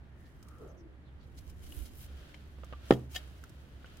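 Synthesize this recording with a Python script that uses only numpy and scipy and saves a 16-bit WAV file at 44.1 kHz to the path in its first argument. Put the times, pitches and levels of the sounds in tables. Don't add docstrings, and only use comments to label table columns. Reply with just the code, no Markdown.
import sys
import numpy as np
from scipy import signal
from scipy.fft import rfft, irfft
from scipy.io import wavfile

SR = 44100
rng = np.random.default_rng(int(sys.argv[2]) if len(sys.argv) > 2 else 0)


def materialize(psi):
    bounded = np.clip(np.atleast_2d(psi).T, -1, 1)
    quanta = np.round(bounded * 32767).astype(np.int16)
    wavfile.write(sys.argv[1], SR, quanta)


N = 176400
T = np.arange(N) / SR
FREQS = np.fft.rfftfreq(N, 1 / SR)

# frequency in Hz, level in dB.
WALL_PARTIALS = [(745, -3.5), (1045, -28.5), (1283, -25.5), (1812, -0.5), (1935, -13), (2135, -8.5),
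                 (2700, -10.5), (2975, 1.5), (3260, 3.5), (3820, -5), (4400, -7.5), (4930, -1.5),
                 (6110, -9.5), (6870, -4)]
WALL_MODES = [(hz, db, .078 * (hz / 1000) ** -.36) for hz, db in WALL_PARTIALS]
# frequency in Hz, level in dB, t60 in seconds.
BODY_MODES = [(205, -13.5, 0.047), (286, -1.5, 0.13), (356, 2, 0.052), (395, -6, 0.15), (470, -9.5, 0.2),
              (542, -14.5, 0.116), (706, 4, 0.095), (764, -11.5, 0.056), (946, -9.5, 0.056)]
# frequency in Hz, level in dB.
CRACK_SPECTRUM = [(200, -10), (700, 4.5), (1050, -2.5), (1300, 4.5), (1600, -10.5), (1850, 3), (2100, -3.5),
                  (2450, -10.5), (3050, -5), (4200, -19.5), (10000, -33.5), (16000, -37)]
# frequency in Hz, level in dB.
YARD_SPECTRUM = [(40, -7.5), (120, 1.5), (300, 7), (700, -8), (1200, -19), (3000, -37.5), (16000, -50.5)]
# time in seconds, thud level in dB, ring level in dB, brightness in Hz.
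FLOOR_BLOWS = [(2.9091, -2.53, -18.5, 1800), (2.9140, -25.5, -28.5, 3000), (2.9239, -15, -28, 3500),
               (2.9374, -30.5, -25.5, 7000)]
THUD_HZ, THUD_LEAD_S = 352, 0.00149


def pot_bump():
    thud, push, clink, crack = np.zeros((4, N))
    for s, thud_db, ring_db, bright_hz in FLOOR_BLOWS:
        phase = np.pi * THUD_HZ * (T - s)
        thud += undb(thud_db) * (2 * phase ** 2 + 0.74 * phase - 1) * np.exp(-phase ** 2)
        touch = s - THUD_LEAD_S
        start = int(touch * SR)
        push[start] += undb(thud_db)
        wall = ring([(hz, db - 10 * np.log10(1 + (hz / bright_hz) ** 2), t60)
                     for hz, db, t60 in WALL_MODES])
        clink[start:] += undb(ring_db) * wall[:N - start] / np.abs(wall).max()
        crack += undb(thud_db) * fade(touch, t60=.024) * onset(touch, rise_s=0.00068)
    echo = undb(-26.5) * colour(stereo(noise(), side_db=-7), YARD_SPECTRUM) * fade(0, t60=0.3)
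    boom = ring([(126.4, -27.5, 0.51)])
    body = undb(-21) * ring(BODY_MODES) + boom + echo
    grit = colour(stereo(noise(), side_db=0), CRACK_SPECTRUM)
    return (pan(db=-1.5) * (thud + through(push, body)) + undb(-8.5) * pan(db=8.5) * clink
            + undb(-12.5) * crack * grit)


def hollow_knock():
    touch = FLOOR_BLOWS[0][0] - THUD_LEAD_S
    hollow = stereo_band(hz=751, width_hz=250, side_db=-7)
    return undb(-14) * hollow * fade(touch, t60=0.048) * onset(touch, rise_s=0.0074)


# time in seconds, level in dB, rise and fall in seconds.
RIM_CATCHES = [(3.1505, -36.5, 0.0032, 0.0026), (3.162, -28, 0.0022, 0.0016),
               (3.1648, -36.5, 0.0017, 0.0019), (3.1772, -43.5, 0.00064, 0.006)]
# frequency in Hz, level in dB.
GRIT_SPECTRUM = [(300, -18), (1500, 5), (2600, 22), (3500, 24.5), (4300, 21), (5300, 16.5), (8000, 9.5),
                 (16000, 10)]


def rim_scrape():
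    force, catches = np.zeros((2, N))
    for s, db, rise, fall in RIM_CATCHES:
        force += undb(db) * np.exp(-np.maximum((s - T) / rise, (T - s) / fall))
        catches[int(s * SR)] += undb(db - 13)
    clicks = stereo(grains(per_s=4400, spread_db=5), side_db=2)
    wall = ring(WALL_MODES)
    rung = through(catches + undb(-6) * force * clicks / np.linalg.norm(wall), wall)
    return pan(db=6) * rung + close_echo(undb(-4) * force * colour(clicks, GRIT_SPECTRUM))


# start in seconds, level in dB, pitch in Hz,
# ring t60 in seconds, then pan, ring level and thump level in dB.
POT_TAPS = [(1.723, -44, 2900, 0.017, 9, 2.5, -31), (2.343, -38.5, 2205, 0.017, 2, -4.5, -19),
            (2.3443, -45, 3100, 0.041, 0, -3.5, -23), (2.585, -46, 890, 0.018, -3, -17, -2),
            (2.6346, -35.5, 1220, 0.032, -3, -8.5, -4), (2.7255, -30, 1226, 0.028, 0.5, -16, -6),
            (2.7336, -36, 1180, 0.083, -5, -11, -7), (3.4379, -38.5, 1390, 0.019, -3, -8, -20.5),
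            (3.8441, -37.5, 1470, 0.027, 1.5, -6, -11.5), (3.86, -46.5, 2950, 0.018, 1, -1.5, -11)]
# multiple of the tap's pitch, level in dB.
CRUMB_SPECTRUM = [(.1, 9), (.45, -0.5), (.7, -1), (1, 8), (1.4, -4.5), (2.4, -4.5), (3.5, -20.5), (12, -55)]


def soil_ticks():
    out, grit = 0, stereo(noise(), side_db=-1)
    for s, db, hz, t60, pan_db, ring_db, thump_db in POT_TAPS:
        spectrum = [(multiple * hz, level) for multiple, level in CRUMB_SPECTRUM]
        crumb = undb(-10.5) * fade(s, t60=0.039) * colour(grit, spectrum)
        tone = undb(ring_db) * fade(s, t60) * np.sin(2 * np.pi * hz * (T - s))
        thump = undb(thump_db) * fade(s, t60=0.017) * np.sin(2 * np.pi * 545 * (T - s))
        out += undb(db) * pan(pan_db) * onset(s, rise_s=.0005) * (crumb + tone + thump)
    return out


# time in seconds, level in dB.
RUSTLE_LEVELS = [(0, -113), (.13, -96), (.19, -78.5), (.68, -77), (.9, -105), (1.17, -126), (1.24, -81),
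                 (1.34, -82), (1.385, -65.5), (1.42, -76.5), (1.49, -66), (1.55, -79), (1.655, -61),
                 (1.71, -69.5), (1.79, -65), (1.83, -64.5), (1.86, -60.5), (1.93, -71), (2.0, -63.5),
                 (2.045, -59), (2.08, -73), (2.16, -75), (2.8, -84), (2.9, -61.5), (2.94, -59),
                 (2.98, -69.5), (3.085, -79), (3.12, -61), (3.16, -52), (3.2, -70.5), (3.8, -80.5),
                 (4, -76.5)]
# start in seconds, level in dB, t60 in seconds.
STEM_SNAPS = [(0.427, -56, 0.025), (0.485, -58.5, 0.029), (0.584, -65, 0.016), (1.38, -59, 0.034),
              (1.387, -52.5, 0.015), (1.497, -56.5, 0.037), (2.644, -57.5, 0.036), (3.439, -49.5, 0.012),
              (3.494, -56.5, 0.017), (3.97, -53.5, 0.015)]
# frequency in Hz, level in dB.
RUSTLE_SPECTRUM = [(500, -5), (1500, -4.5), (3000, 2), (4200, 0), (6000, -1.5), (8000, -3), (11500, -2),
                   (14000, -5.5), (16000, -5)]
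SNAP_SPECTRUM = [(1000, -3), (3000, -1.5), (6000, 2), (10000, -3.5), (16000, -7.5)]


def leaves():
    fine = colour(stereo(grains(per_s=6000, spread_db=3.2), side_db=1), RUSTLE_SPECTRUM)
    crackle = colour(stereo(grains(per_s=150, spread_db=2.8), side_db=10.5), RUSTLE_SPECTRUM)
    moving = curve(RUSTLE_LEVELS) * flutter(depth_db=1.5)
    crisp = colour(stereo(grains(per_s=14000, spread_db=2.5), side_db=-2.5), SNAP_SPECTRUM)
    snaps = sum(undb(db) * fade(s, t60) for s, db, t60 in STEM_SNAPS)
    return pan(db=1.5) * (close_echo(moving * fine + snaps * crisp) + undb(-3) * moving * crackle)


# midpoint and length in seconds, level in dB, centre in Hz.
CLUMP_SLIDES = [(0.266, 0.054, -75, 3920), (1.227, 0.076, -74, 3800), (1.77, 0.27, -78, 3000),
                (1.77, 0.24, -62, 11400), (1.86, .035, -67, 4300), (2.007, 0.15, -62.5, 13300),
                (1.382, .03, -63.5, 4600)]


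def clump_sliding():
    out, crackle = 0, stereo(grains(per_s=1500, spread_db=1.5), side_db=-1)
    for s, length, db, hz in CLUMP_SLIDES:
        out += undb(db) * arch(s, length) * resonate(crackle, hz, width_hz=0.75 * hz)
    return close_echo(out)


# time in seconds, level in dB.
RUB_LEVELS = [(0, -77.5), (.9, -79), (1.3, -76.5), (1.6, -75.5), (1.75, -65), (1.93, -75), (2.05, -68),
              (2.25, -63), (2.55, -72), (2.7, -65.5), (2.79, -67.5), (2.87, -60.5), (3.07, -75.5),
              (3.19, -59), (3.3, -67.5), (3.5, -69.5), (3.78, -70), (3.9, -64), (4, -66.5)]
# frequency in Hz, level in dB.
RUB_SPECTRUM = [(200, -14), (600, 5), (950, -8), (1400, 2.5), (2100, -4), (3200, -0.5), (5000, -9),
                (8000, -17), (16000, -21.5)]


def finger_rub():
    clicks = stereo(grains(per_s=12000, spread_db=1.5), side_db=0) * flutter(depth_db=-0.5)
    rung = undb(-17.5) * unit(through(clicks, ring(WALL_MODES)))
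    return undb(3) * curve(RUB_LEVELS) * (colour(clicks, RUB_SPECTRUM) + rung)


# start in seconds, level in dB.
HAND_PUSHES = [(1.47, -48), (1.769, -37.5), (1.806, -39.5)]


def hand_nudges(hz=58.7, rise_s=.012):
    out = 0
    for s, db in HAND_PUSHES:
        age = np.maximum(T - s, 0)
        out += undb(db) * age / rise_s * np.exp(1 - age / rise_s) * np.sin(2 * np.pi * hz * age)
    return pan(db=-15) * out


# frequency in Hz, level in dB.
RUMBLE_SPECTRUM = [(20, 9), (40, 1), (62, -3), (90, 10), (125, -6), (170, -2.5), (400, -49), (16000, -92)]


def pull_rumble(peak_s=1.7, width_s=0.41):
    swell = undb(-53) * np.exp(-((T - peak_s) / width_s) ** 2)
    return swell * pan(db=-7.5) * colour(stereo(noise(), side_db=-2), RUMBLE_SPECTRUM)


# frequency in Hz, level in dB.
AIR_SPECTRUM = [(20, -16), (40, -10.5), (66, -1), (92, -9.5), (125, -8), (200, -16), (310, -18),
                (450, -25.5), (800, -32), (1300, -35.5), (1900, -37), (3200, -51.5), (5200, -71.5),
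                (9000, -64), (15000, -74)]


def yard_air():
    mid, side = colour(noise(), AIR_SPECTRUM)
    side = irfft(rfft(side) * undb(np.interp(FREQS, [200, 1500], [-10.5, 1.5])), N)
    return undb(-53.5) * pan(db=-1) * np.array([mid + side, mid - side])


# time in seconds, level in dB.
DRONE_LEVELS = [(0, -54), (.7, -56.5), (1.3, -56.5), (1.7, -49.5), (1.9, -59.5), (2.06, -42), (2.35, -55),
                (2.7, -49), (3.38, -47), (3.5, -60), (4, -51.5)]


def low_drone():
    swing = signal.hilbert(band(hz=68.53, width_hz=8.5))
    return pan(db=-3) * curve(DRONE_LEVELS) * unit(swing.real / (np.abs(swing) + 1.85))


# midpoint and length in seconds, centre and width in Hz, level in dB.
FAR_SWELLS = [(0.237, 0.39, 1800, 380, -72), (0.582, 0.45, 1270, 322, -64), (0.638, 0.097, 410, 220, -50.5),
              (0.68, 0.25, 562, 200, -58), (0.84, 0.24, 342, 90, -57.5), (1.785, 0.41, 310, 139, -60)]


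def far_swells():
    return sum(undb(db) * arch(s, length) * stereo_band(hz, width_hz, side_db=-6.5)
               for s, length, hz, width_hz, db in FAR_SWELLS)


# midpoint and length in seconds, pitch in Hz, level in dB.
FAR_CHIRPS = [(0.7, 0.059, 6100, -74), (0.797, 0.065, 5800, -73), (1.082, 0.081, 3600, -74)]


def far_chirps(fall_hz_per_s=15000):
    out = 0
    for s, length, hz, db in FAR_CHIRPS:
        blur = signal.hilbert(stereo_band(hz, width_hz=1000, side_db=-1))
        note = (blur * np.exp(-1j * np.pi * fall_hz_per_s * (T - s) ** 2)).real
        out += undb(db) * arch(s, length) * note
    return out


def close_echo(x):
    echo = noise() * fade(0, t60=0.035)
    return x + through(x, echo / np.linalg.norm(echo[0]))


def flutter(depth_db, corner_hz=45):
    return undb(depth_db * np.clip(band(0, 2 * corner_hz), -2, 2))


def grains(per_s, spread_db):
    clicks = noise() * (rng.random((2, N)) < per_s / SR)
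    return unit(clicks * undb(spread_db * np.minimum(rng.exponential(size=(2, N)), 4)))


def ring(modes):
    t = T[:SR]
    rung = sum(undb(db) * np.exp(-np.log(1000) * t / t60) * np.sin(2 * np.pi * hz * t)
               for hz, db, t60 in modes)
    return np.pad(rung, (0, N - len(rung)))


def through(x, response):
    return signal.fftconvolve(np.atleast_2d(x), np.atleast_2d(response), axes=1)[:, :N]


def colour(x, points):
    hz, db = np.array(points).T
    return unit(irfft(rfft(x) * undb(np.interp(np.log(FREQS + 1), np.log(hz), db)), N))


def resonate(x, hz, width_hz):
    return unit(irfft(rfft(x) / (1 + (2 * (FREQS - hz) / width_hz) ** 2), N))


def noise():
    return rng.standard_normal((2, N))


def band(hz, width_hz):
    return resonate(rng.standard_normal(N), hz, width_hz)


def stereo_band(hz, width_hz, side_db):
    return stereo([band(hz, width_hz), band(hz, width_hz)], side_db)


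def stereo(pair, side_db):
    return unit(pair[0] + undb(side_db) * pair[1] * np.array([[1], [-1]]))


def pan(db):
    return undb(np.array([[db], [-db]]) / 2)


def curve(rows):
    return undb(np.interp(T, *np.array(rows).T))


def onset(start, rise_s):
    return np.clip((T - start) / rise_s, 0, 1)


def fade(start, t60):
    return (T >= start) * np.exp(-np.log(1000) * np.clip((T - start) / t60, 0, 10))


def arch(midpoint, length):
    return np.cos(np.pi * np.clip((T - midpoint) / length, -.5, .5))


def undb(db):
    return 10 ** (np.asarray(db) / 20)


def unit(x):
    return x / np.sqrt(np.mean(x ** 2))


def scene():
    pot = pot_bump() + hollow_knock() + rim_scrape() + soil_ticks()
    pulling = leaves() + clump_sliding() + finger_rub() + hand_nudges() + pull_rumble()
    return pot + pulling + yard_air() + low_drone() + far_swells() + far_chirps()


def record(dry):
    return signal.sosfilt(signal.ellip(10, .2, 80, 15800, fs=SR, output="sos"), dry)


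dry = scene()
out = record(dry)
materialize(out)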